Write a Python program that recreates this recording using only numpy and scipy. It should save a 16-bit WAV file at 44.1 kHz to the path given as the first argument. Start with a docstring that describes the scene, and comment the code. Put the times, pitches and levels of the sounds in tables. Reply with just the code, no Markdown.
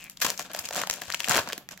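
"""Over faint air and a wavering hum, hands tear open a foil card packet close by in a small room.
At once a fingertip squeaks on the seam: short damped rings, falling in pitch. Creases snap throughout, each a
click with its own ring, a few faint ones before the seam rips at 0.22 s in a dense run of clicks. Flexing foil
sheds swarms of tiny buckles, bright from the film and hollow from the pouch; fingers bump the cards as damped
sines. It is thickest near 1.3 s, then thins out; reflections, resonances and a short tail answer throughout."""
import sys
import numpy as np
from scipy import signal
from scipy.fft import rfft, irfft
from scipy.io import wavfile
from scipy.ndimage import uniform_filter1d

SR = 44100
rng = np.random.default_rng(int(sys.argv[2]) if len(sys.argv) > 2 else 0)


def dump(signal):
    """Clip the signal to [-1, 1] and save it as 16-bit WAV at the path in sys.argv[1]."""
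    limited = np.clip(np.atleast_2d(signal).T, -1, 1)
    pcm = np.round(limited * 32767).astype(np.int16)
    wavfile.write(sys.argv[1], SR, pcm)


N = 79380  # 1.8 s
SIZE = 512  # samples in one click


def undb(db):
    """Decibels to gain."""
    return 10 ** (np.asarray(db) / 20)


def colour_db(points, size):
    """Spectrum in dB at every bin of a transform, drawn between points along log frequency."""
    hz, db = np.array(points).T
    bins_hz = np.fft.rfftfreq(size, 1 / SR)
    return np.interp(np.log(bins_hz + 1), np.log(hz), db)


def add(out, at_s, sound):
    """Mix a short sound in at a time."""
    start = int(np.clip(at_s * SR, 0, N - 1))
    out[:, start:start + sound.shape[-1]] += sound[..., :N - start]


# tone of the air, before its overall level: (frequency [Hz], level [dB])
AIR_TONE = [(20, -4), (60, -1), (180, 7.5), (400, -8.5), (1000, -11), (3000, -11), (8000, -32),
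            (16000, -95)]
AIR_DB = -60


def air():
    """Faint steady room noise: coloured noise, partly shared by the two sides."""
    spectrum = rfft(rng.standard_normal((3, N))) * undb(colour_db(AIR_TONE, N))
    noise = irfft(spectrum, N)
    both = noise[0] + .5 * noise[1:]
    return undb(AIR_DB) * both / both.std()


HUM_HZ, HUM_DB, HUM_WAVER_DB, HUM_WAVER_S = 180, -64.5, 3.5, 0.023


def hum():
    """A faint low sine whose level and phase wander at random."""
    t = np.arange(N) / SR
    chance = rng.standard_normal(size=(2, 200))
    size, phase = (np.interp(t / HUM_WAVER_S, np.arange(len(row)), row) for row in chance)
    return undb(HUM_DB + HUM_WAVER_DB * size) * np.sin(2 * np.pi * HUM_HZ * t + phase)


# hollow between pouch and palm, and low room resonances: (frequency [Hz], t60 [s], peak gain [dB])
RESONANCES = [(190.7, 0.9, 5), (265.4, 0.75, -0.5), (375, 0.68, -3), (600, 0.19, -5), (678, .12, -9),
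              (717, 0.2, -9), (1310, 0.033, -15), (1850, 0.17, -7)]
EARLY_DB, EARLY_S = -13, 0.0037  # energy and decay constant of the quick reflections
ROOM_DB, ROOM_T60_S, ROOM_TREBLE_T60_S = -12, 0.27, 0.26
LOW_APART, DIFFUSE_HZ = 0.37, 1020  # unlikeness of the low reflections; above this frequency they are unrelated


def room(x):
    """Quick reflections from hands and table, resonances and a short tail; the bass is much alike on both sides."""
    t = np.arange(SR // 2) / SR
    noise = rng.standard_normal((2, 3, len(t)))
    low_pass = signal.butter(2, DIFFUSE_HZ, fs=SR, output="sos")
    high_pass = signal.butter(2, DIFFUSE_HZ, "high", fs=SR, output="sos")
    low = signal.sosfilt(low_pass, noise[:, :1] + LOW_APART * noise[:, 1:])
    high = signal.sosfilt(high_pass, noise[:, 1:])
    early = (low[0] + high[0]) * np.exp(-t / EARLY_S) * (t > .0007)
    low_tail = low[1] * undb(-60 * t / ROOM_T60_S)
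    high_tail = high[1] * undb(-60 * t / ROOM_TREBLE_T60_S)
    tail = (low_tail + high_tail) * (t > .006)
    response = np.zeros((2, len(t)))
    for db, part in ((EARLY_DB, early), (ROOM_DB, tail)):
        response = response + undb(db) * part / np.sqrt((part ** 2).sum() / 2)
    for hz, t60, db in RESONANCES:
        damping = np.log(1000) / t60
        ring = np.exp(-damping * t) * np.cos(2 * np.pi * hz * t)
        response = response + undb(db) * 2 * damping / SR * ring
    return x + signal.fftconvolve(x, response, axes=1)[:, :N]


# fingers bumping the stack of cards: (time [s], envelope peak before pan and room [dB], pitch [Hz])
CARD_BUMPS = [(0.247, -28.5, 322), (0.281, -40.5, 196), (0.441, -55, 193), (0.593, -51, 90),
              (0.766, -39.5, 192), (.82, -47, 139), (1.079, -47.5, 95), (1.298, -38, 143),
              (1.323, -54, 173), (1.36, -50, 275), (1.387, -37.5, 103), (1.479, -38.5, 241),
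              (1.579, -40.5, 302), (1.719, -49, 203)]
BUMP_DECAY_S = 0.004  # at 150 Hz; shorter for higher knocks


def bumps():
    """Soft, heavily damped knocks of fingers on the cards: sines that swell and die within a few cycles."""
    out, t = np.zeros((2, N)), np.arange(SR // 10) / SR
    for s, db, hz in CARD_BUMPS:
        decay = BUMP_DECAY_S * 150 / hz
        swell = t / decay * np.exp(1 - t / decay)
        add(out, s, undb(db) * np.sin(2 * np.pi * hz * t) * swell)
    return out


SQUEAK_END_S, SQUEAK_PER_S, SQUEAK_DECAY_S, SQUEAK_DB = .088, 160, 0.0011, -38.5
SQUEAK_HZ, SQUEAK_SAG_HZ_PER_S = 2700, 5200  # starting pitch and its fall


def squeak():
    """A fingertip sticks and slips on the seam: each slip is a short damped ring, the pitch sagging."""
    out, t = np.zeros((2, N)), np.arange(SIZE) / SR
    slips = rng.standard_normal(size=(30, 3))[:int(SQUEAK_END_S * SQUEAK_PER_S)]
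    for k, (late, size, pitch) in enumerate(slips):
        s = (k + .5 + 0.144 * late) / SQUEAK_PER_S
        hz = (SQUEAK_HZ - SQUEAK_SAG_HZ_PER_S * s) * (1 + .03 * pitch)
        ring = np.sin(2 * np.pi * hz * t) * np.exp(-t / SQUEAK_DECAY_S)
        add(out, s, undb(SQUEAK_DB + 2 * size) * ring)
    return out


RING_OCTAVES, RIPPLE_DB = 0.36, 2.5  # width of a facet's ring; unevenness of its spectrum
APART_HZ = 3120  # above this the two microphones hear each facet differently
DISPERSION_S = 0.00046  # delay at 1 kHz: in bending waves the lows of a click arrive after its highs
PORT_LAG_S = .00006  # spread of the arrival time between the two microphones, from facet to facet


def buckles(colour, ring_hz, ring_db, tilt_db):
    """Unit-energy clicks of foil facets: a broad ring, a tilt and uneven radiation to the two microphones."""
    count = len(ring_hz)
    hz = np.fft.rfftfreq(SIZE, 1 / SR) + 40
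    octave = np.log2(np.maximum(hz, 400) / 3000)
    db = colour_db(colour, SIZE) + tilt_db[:, None] * octave
    db = db + ring_db * np.exp(-.5 * (np.log2(hz / ring_hz[:, None]) / RING_OCTAVES) ** 2)
    # spectral ripple: shared in the lows, separate for each microphone in the highs
    chance = uniform_filter1d(rng.standard_normal((count, 3, len(hz))), size=6, axis=-1) * np.sqrt(6)
    apart = hz ** 2 / (hz ** 2 + APART_HZ ** 2)
    ripple = np.sqrt(1 - apart) * chance[:, :1] + np.sqrt(apart) * chance[:, 1:]
    db = db[:, None] + RIPPLE_DB * ripple
    # folding the cepstrum gives minimum phase: energy gathers at the start of the click
    cepstrum = irfft(np.log(undb(db)))
    cepstrum[..., 1:SIZE // 2] *= 2
    cepstrum[..., SIZE // 2 + 1:] = 0
    turn = rng.standard_normal((count, 2, 1)) * 1.22 * apart  # phase [rad]
    turn = turn - 4 * np.pi * DISPERSION_S * np.sqrt(hz * 1000)
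    lag_s = PORT_LAG_S * rng.standard_normal((count, 1, 1)) * np.array([[.5], [-.5]])
    turn = turn + 2 * np.pi * hz * lag_s
    click = irfft(np.exp(rfft(cepstrum) + 1j * turn))
    click = np.roll(click, SIZE // 64, axis=-1)  # room for what the phase moved ahead of the start
    click *= rng.choice([-1, 1], (count, 1, 1))
    return click / np.sqrt((click ** 2).sum(-1).mean(-1))[:, None, None]


FACET_RING_DB = 7.5  # ring strength, the same for all facets
TILT_SPREAD_DB = 1.44  # spread of the tilt per octave, from facet to facet


def swarm(colour, per_s, scatter_db, strength):
    """Tiny buckles at random moments, each from one of 300 facets; their size follows the strength."""
    out = np.zeros((2, N))
    facets = rng.standard_normal(size=(300, 2))
    ring_hz = 2500 * 2 ** facets[:, 0]
    clicks = buckles(colour, ring_hz, FACET_RING_DB, TILT_SPREAD_DB * facets[:, 1])
    chance = rng.random(size=(16000, 3))[:int(per_s * N / SR)]
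    sizes = undb(scatter_db * np.minimum(-np.log(chance[:, 1]), 3))
    sizes *= np.sqrt(N / np.sum(sizes ** 2))  # unit power at strength 1
    for k, (when, _, which) in enumerate(chance):
        s = (k + 2 * when) / per_s
        level = sizes[k] * strength[min(int(s * SR), N - 1)]
        add(out, s, level * clicks[int(which * len(clicks))])
    return out


ATTACK_S, RELEASE_S = 0.0036, 0.015


def envelope(start_s, end_s, release_s):
    """Attack, hold and release of one movement of the hands."""
    t = np.arange(N) / SR
    attack = np.clip((t - start_s) / ATTACK_S + 1, 0, 1)
    return attack * np.exp(-np.maximum(t - end_s, 0) / release_s)


# flexes of the wrapper, levels before trim:
# (start [s], end [s], bright crackle level [dB], hollow crumple level [dB])
WRAPPER_FLEXES = [(0, 0.065, -51, -60.5), (0.102, 0.123, -50.5, -66), (0.197, .212, -49, -58),
                  (0.236, 0.24, -35, -40), (0.247, 0.251, -27.5, -29), (0.248, 0.302, -34, -35.5),
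                  (0.321, 0.322, -37, -39), (0.367, 0.421, -46.5, -55.5), (0.391, .408, -37.5, -40),
                  (0.446, 0.462, -49, -43.5), (0.497, 0.509, -49, -43), (0.536, 0.619, -44, -44),
                  (0.639, 0.661, -37, -45), (0.683, 0.738, -79, -52), (0.724, 0.748, -42, -43),
                  (0.755, 0.776, -31, -32.5), (0.776, 0.817, -32.5, -32), (.84, .895, -71, -51.5),
                  (0.92, 0.947, -37.5, -43.5), (0.97, 0.994, -45.5, -45), (1.014, 1.022, -43, -39),
                  (1.036, 1.13, -47, -52), (1.081, 1.089, -56, -39.5), (1.156, 1.173, -45, -66),
                  (1.195, 1.267, -38, -46), (1.277, 1.291, -54, -31), (1.298, 1.389, -30, -24),
                  (1.392, 1.436, -51, -40.5), (1.46, 1.508, -51, -41), (1.53, 1.526, -41, -50),
                  (1.557, 1.612, -79, -51.5), (1.71, 1.724, -46, -42), (1.775, 1.803, -59, -58.5)]
FLUTTER_S, FLUTTER_DB = .004, 2  # the level wanders at random every few milliseconds


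def flexing(levels_db):
    """Strength of all flexes together: their powers add, with a random flutter of level."""
    power = np.zeros(N)
    for (start_s, end_s, _, _), db in zip(WRAPPER_FLEXES, levels_db):
        power += (undb(db) * envelope(start_s, end_s, RELEASE_S)) ** 2
    chance = rng.standard_normal(size=2000)
    wander = np.interp(np.arange(N) / SR / FLUTTER_S, np.arange(len(chance)), chance)
    flutter = undb(FLUTTER_DB * wander)
    return np.sqrt(power / np.mean(flutter ** 2)) * flutter


# hollow tone of the pouch, relative: (frequency [Hz], level [dB])
POUCH_TONE = [(40, -46), (150, -4), (430, 0), (650, 5), (1000, 1), (1650, 0.5), (2100, -9.5), (2800, -5),
              (4000, -6), (16000, -40)]
POUCH_PER_S, POUCH_DB, POUCH_SCATTER_DB = 850, -1.5, 4.5  # POUCH_DB trims the flex levels


def pouch():
    """Hollow crumple: the pouch sheds a sparser swarm of dull buckles at each flex."""
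    levels_db = np.array(WRAPPER_FLEXES)[:, 3] + POUCH_DB
    return swarm(POUCH_TONE, POUCH_PER_S, POUCH_SCATTER_DB, flexing(levels_db))


# bright tone of the film, relative: (frequency [Hz], level [dB])
FILM_TONE = [(100, -35), (1000, -25.5), (2500, 2.5), (3800, -2.5), (7400, 3.5), (9200, -9), (11500, -5),
             (14000, -5), (16000, -27)]
FILM_PER_S, FILM_DB, FILM_SCATTER_DB = 2200, -1, 8.5  # FILM_DB trims the flex levels


def film():
    """Bright crackle: the film sheds a dense swarm of very uneven buckles at each flex."""
    levels_db = np.array(WRAPPER_FLEXES)[:, 2] + FILM_DB
    return swarm(FILM_TONE, FILM_PER_S, FILM_SCATTER_DB, flexing(levels_db))


# tone of the tearing seam, relative: (frequency [Hz], level [dB])
RIP_TONE = [(150, -21.5), (700, -6.5), (1500, 3.5), (3500, 0.5), (7000, 4), (9200, -5.5), (13000, 4.5),
            (16000, -9)]
RIP_START_S, RIP_END_S, RIP_RELEASE_S, RIP_PER_S, RIP_DB = 0.2158, 0.2245, 0.012, 5700, -21.5


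def rip():
    """The seam gives way in one fast run of fairly even little fractures."""
    strength = envelope(RIP_START_S, RIP_END_S, RIP_RELEASE_S)
    return undb(RIP_DB) * swarm(RIP_TONE, RIP_PER_S, scatter_db=4.0, strength=strength)


# tone shared by the creases, relative: (frequency [Hz], level [dB])
SNAP_TONE = [(60, -13.5), (250, -17.5), (450, -5.5), (660, -5.5), (1800, 2.5), (3900, 0.2), (7000, 3.5),
             (9200, -8.5), (12000, -2.5), (16000, -8.5)]
# single creases snapping through:
# (time [s], energy before trim [dB], ring of the facet [Hz], ring strength [dB], tilt [dB per octave])
CREASE_SNAPS = [(0.0414, -12.5, 950, 9, 10.5), (0.098, -12.5, 11600, 11.5, 1.5),
                (0.1725, -16.5, 3950, 5.5, 1.5), (0.2024, -15.5, 3520, -4, -1), (0.2468, 1.5, 990, 9, 0.5),
                (0.2502, 1.5, 970, 3, -2.5), (0.2653, -2, 2870, -3, -1.5), (0.3025, 1.5, 660, 6, 2.0),
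                (0.377, -9.5, 5820, 12, 2.0), (0.3896, -12, 13000, 5, 10), (0.3946, -3.5, 910, 15, -0.5),
                (0.4258, -15, 770, 8, 7), (0.5155, -16.5, 1880, -2, -3), (0.534, -12, 11300, 18, 2.5),
                (0.5477, -4.5, 733, 15, -1.5), (0.5641, -11, 12500, 17, -3.5),
                (0.5904, -5, 5100, 8.5, -0.5), (0.5938, -4.5, 11900, 15, 0), (0.6547, -9.5, 12500, 0, 4),
                (0.6883, -6.5, 640, 13.5, 2), (0.709, -6, 730, 16.5, -3), (0.7271, -11.5, 660, 9, -0.5),
                (0.7337, -7.5, 7650, 9, 3), (0.7476, -9, 9050, 6, 1.5), (0.7625, -2.5, 890, 14, 3),
                (0.8164, -5, 1820, 5, -2.0), (0.8357, -2.5, 1360, 7, -5.5), (0.8726, -5, 850, 16, 0.5),
                (0.8987, 3, 660, 3.5, -1), (0.9104, -0.5, 6630, 6.5, -0.5), (0.9385, -6.5, 6370, -1, 3),
                (1.0184, -7, 1790, 9.5, 1.5), (1.1018, -5, 1600, 2.5, -3), (1.117, -13, 2570, 10, -2),
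                (1.1233, -5.5, 4530, 12, 1), (1.138, -7, 1320, 19, 1), (1.145, 0.5, 2600, 12, -1),
                (1.1481, -3.5, 7060, 8.5, -1.5), (1.2035, -0.5, 2820, 13, 0), (1.244, -2, 2560, 13.5, 0),
                (1.2849, -0.5, 7200, 2, -1), (1.2952, 4.5, 7750, 14.5, 2.5), (1.3107, 6.5, 1450, 10, -2),
                (1.3176, 1.5, 835, 14, 0.5), (1.3232, -1, 2500, 12, 1.5), (1.3473, 1.5, 620, 5, -1.5),
                (1.3563, 0.5, 10500, 10, -4.5), (1.3646, 1.5, 1010, 4, -3), (1.3723, 1.5, 900, 8, 6),
                (1.3789, 2.5, 1580, 3.5, -5), (1.3886, 1, 770, 6, -4.5), (1.4746, -8, 1410, 5.5, -4.5),
                (1.4887, -8, 1560, 6, 3), (1.5006, -9, 1570, 20, 0), (1.524, -7.5, 3140, 9.5, -2.5),
                (1.5308, -2.5, 3500, 2.5, -2), (1.5792, -9.5, 12800, 13, -2),
                (1.6888, -11.5, 1930, 10.5, 0), (1.7759, -19, 1940, 15, 2)]
SNAP_DB = -1.5  # trim of the main clicks
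BLUR_DB, BLUR_S = -14.5, .0012  # trim and time scatter of the weaker clicks that blur each snap's edge


def snaps():
    """The loud creases, each with its own ring and brightness; three weaker clicks around each blur its edge."""
    out = np.zeros((2, N))
    at, db, hz, ring_db, tilt = np.array(CREASE_SNAPS, float).T
    shape = SNAP_TONE, hz, ring_db[:, None], tilt
    for s, gain, click in zip(at, undb(db + SNAP_DB), buckles(*shape)):
        add(out, s, gain * click)
    for lags in rng.standard_normal(size=(3, len(at))):
        for s, gain, click in zip(at + BLUR_S * lags, undb(db + BLUR_DB), buckles(*shape)):
            add(out, s, gain * click)
    return out


# path of the packet in front of the microphones: (time [s], left minus right level [dB])
PACKET_PAN = [(0, 3.5), (.4, 3.5), (.75, 2), (1.1, 4), (1.29, 5), (1.4, 1.5), (1.55, 1), (1.8, -2)]


def scene():
    """The packet moves a little in front of the microphones; the room answers it, over air and hum."""
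    bright = film()
    hollow = pouch()
    packet = snaps() + rip() + bright + hollow + squeak() + bumps()
    pan_db = np.interp(np.arange(N) / SR, *np.array(PACKET_PAN).T)
    panned = packet * undb(np.array([pan_db, -pan_db]) / 2)
    return room(panned) + air() + hum()


CEILING, TOP_HZ = .9, 16200  # peak limit before the treble cut (full scale 1); edge of the cut


def record(dry):
    """Round the very tallest peaks and cut the top of the treble steeply."""
    rounded = dry / (1 + (dry / CEILING) ** 4) ** .25
    return signal.sosfilt(signal.ellip(8, .2, 80, TOP_HZ, fs=SR, output="sos"), rounded)


dry = scene()
out = record(dry)
dump(out)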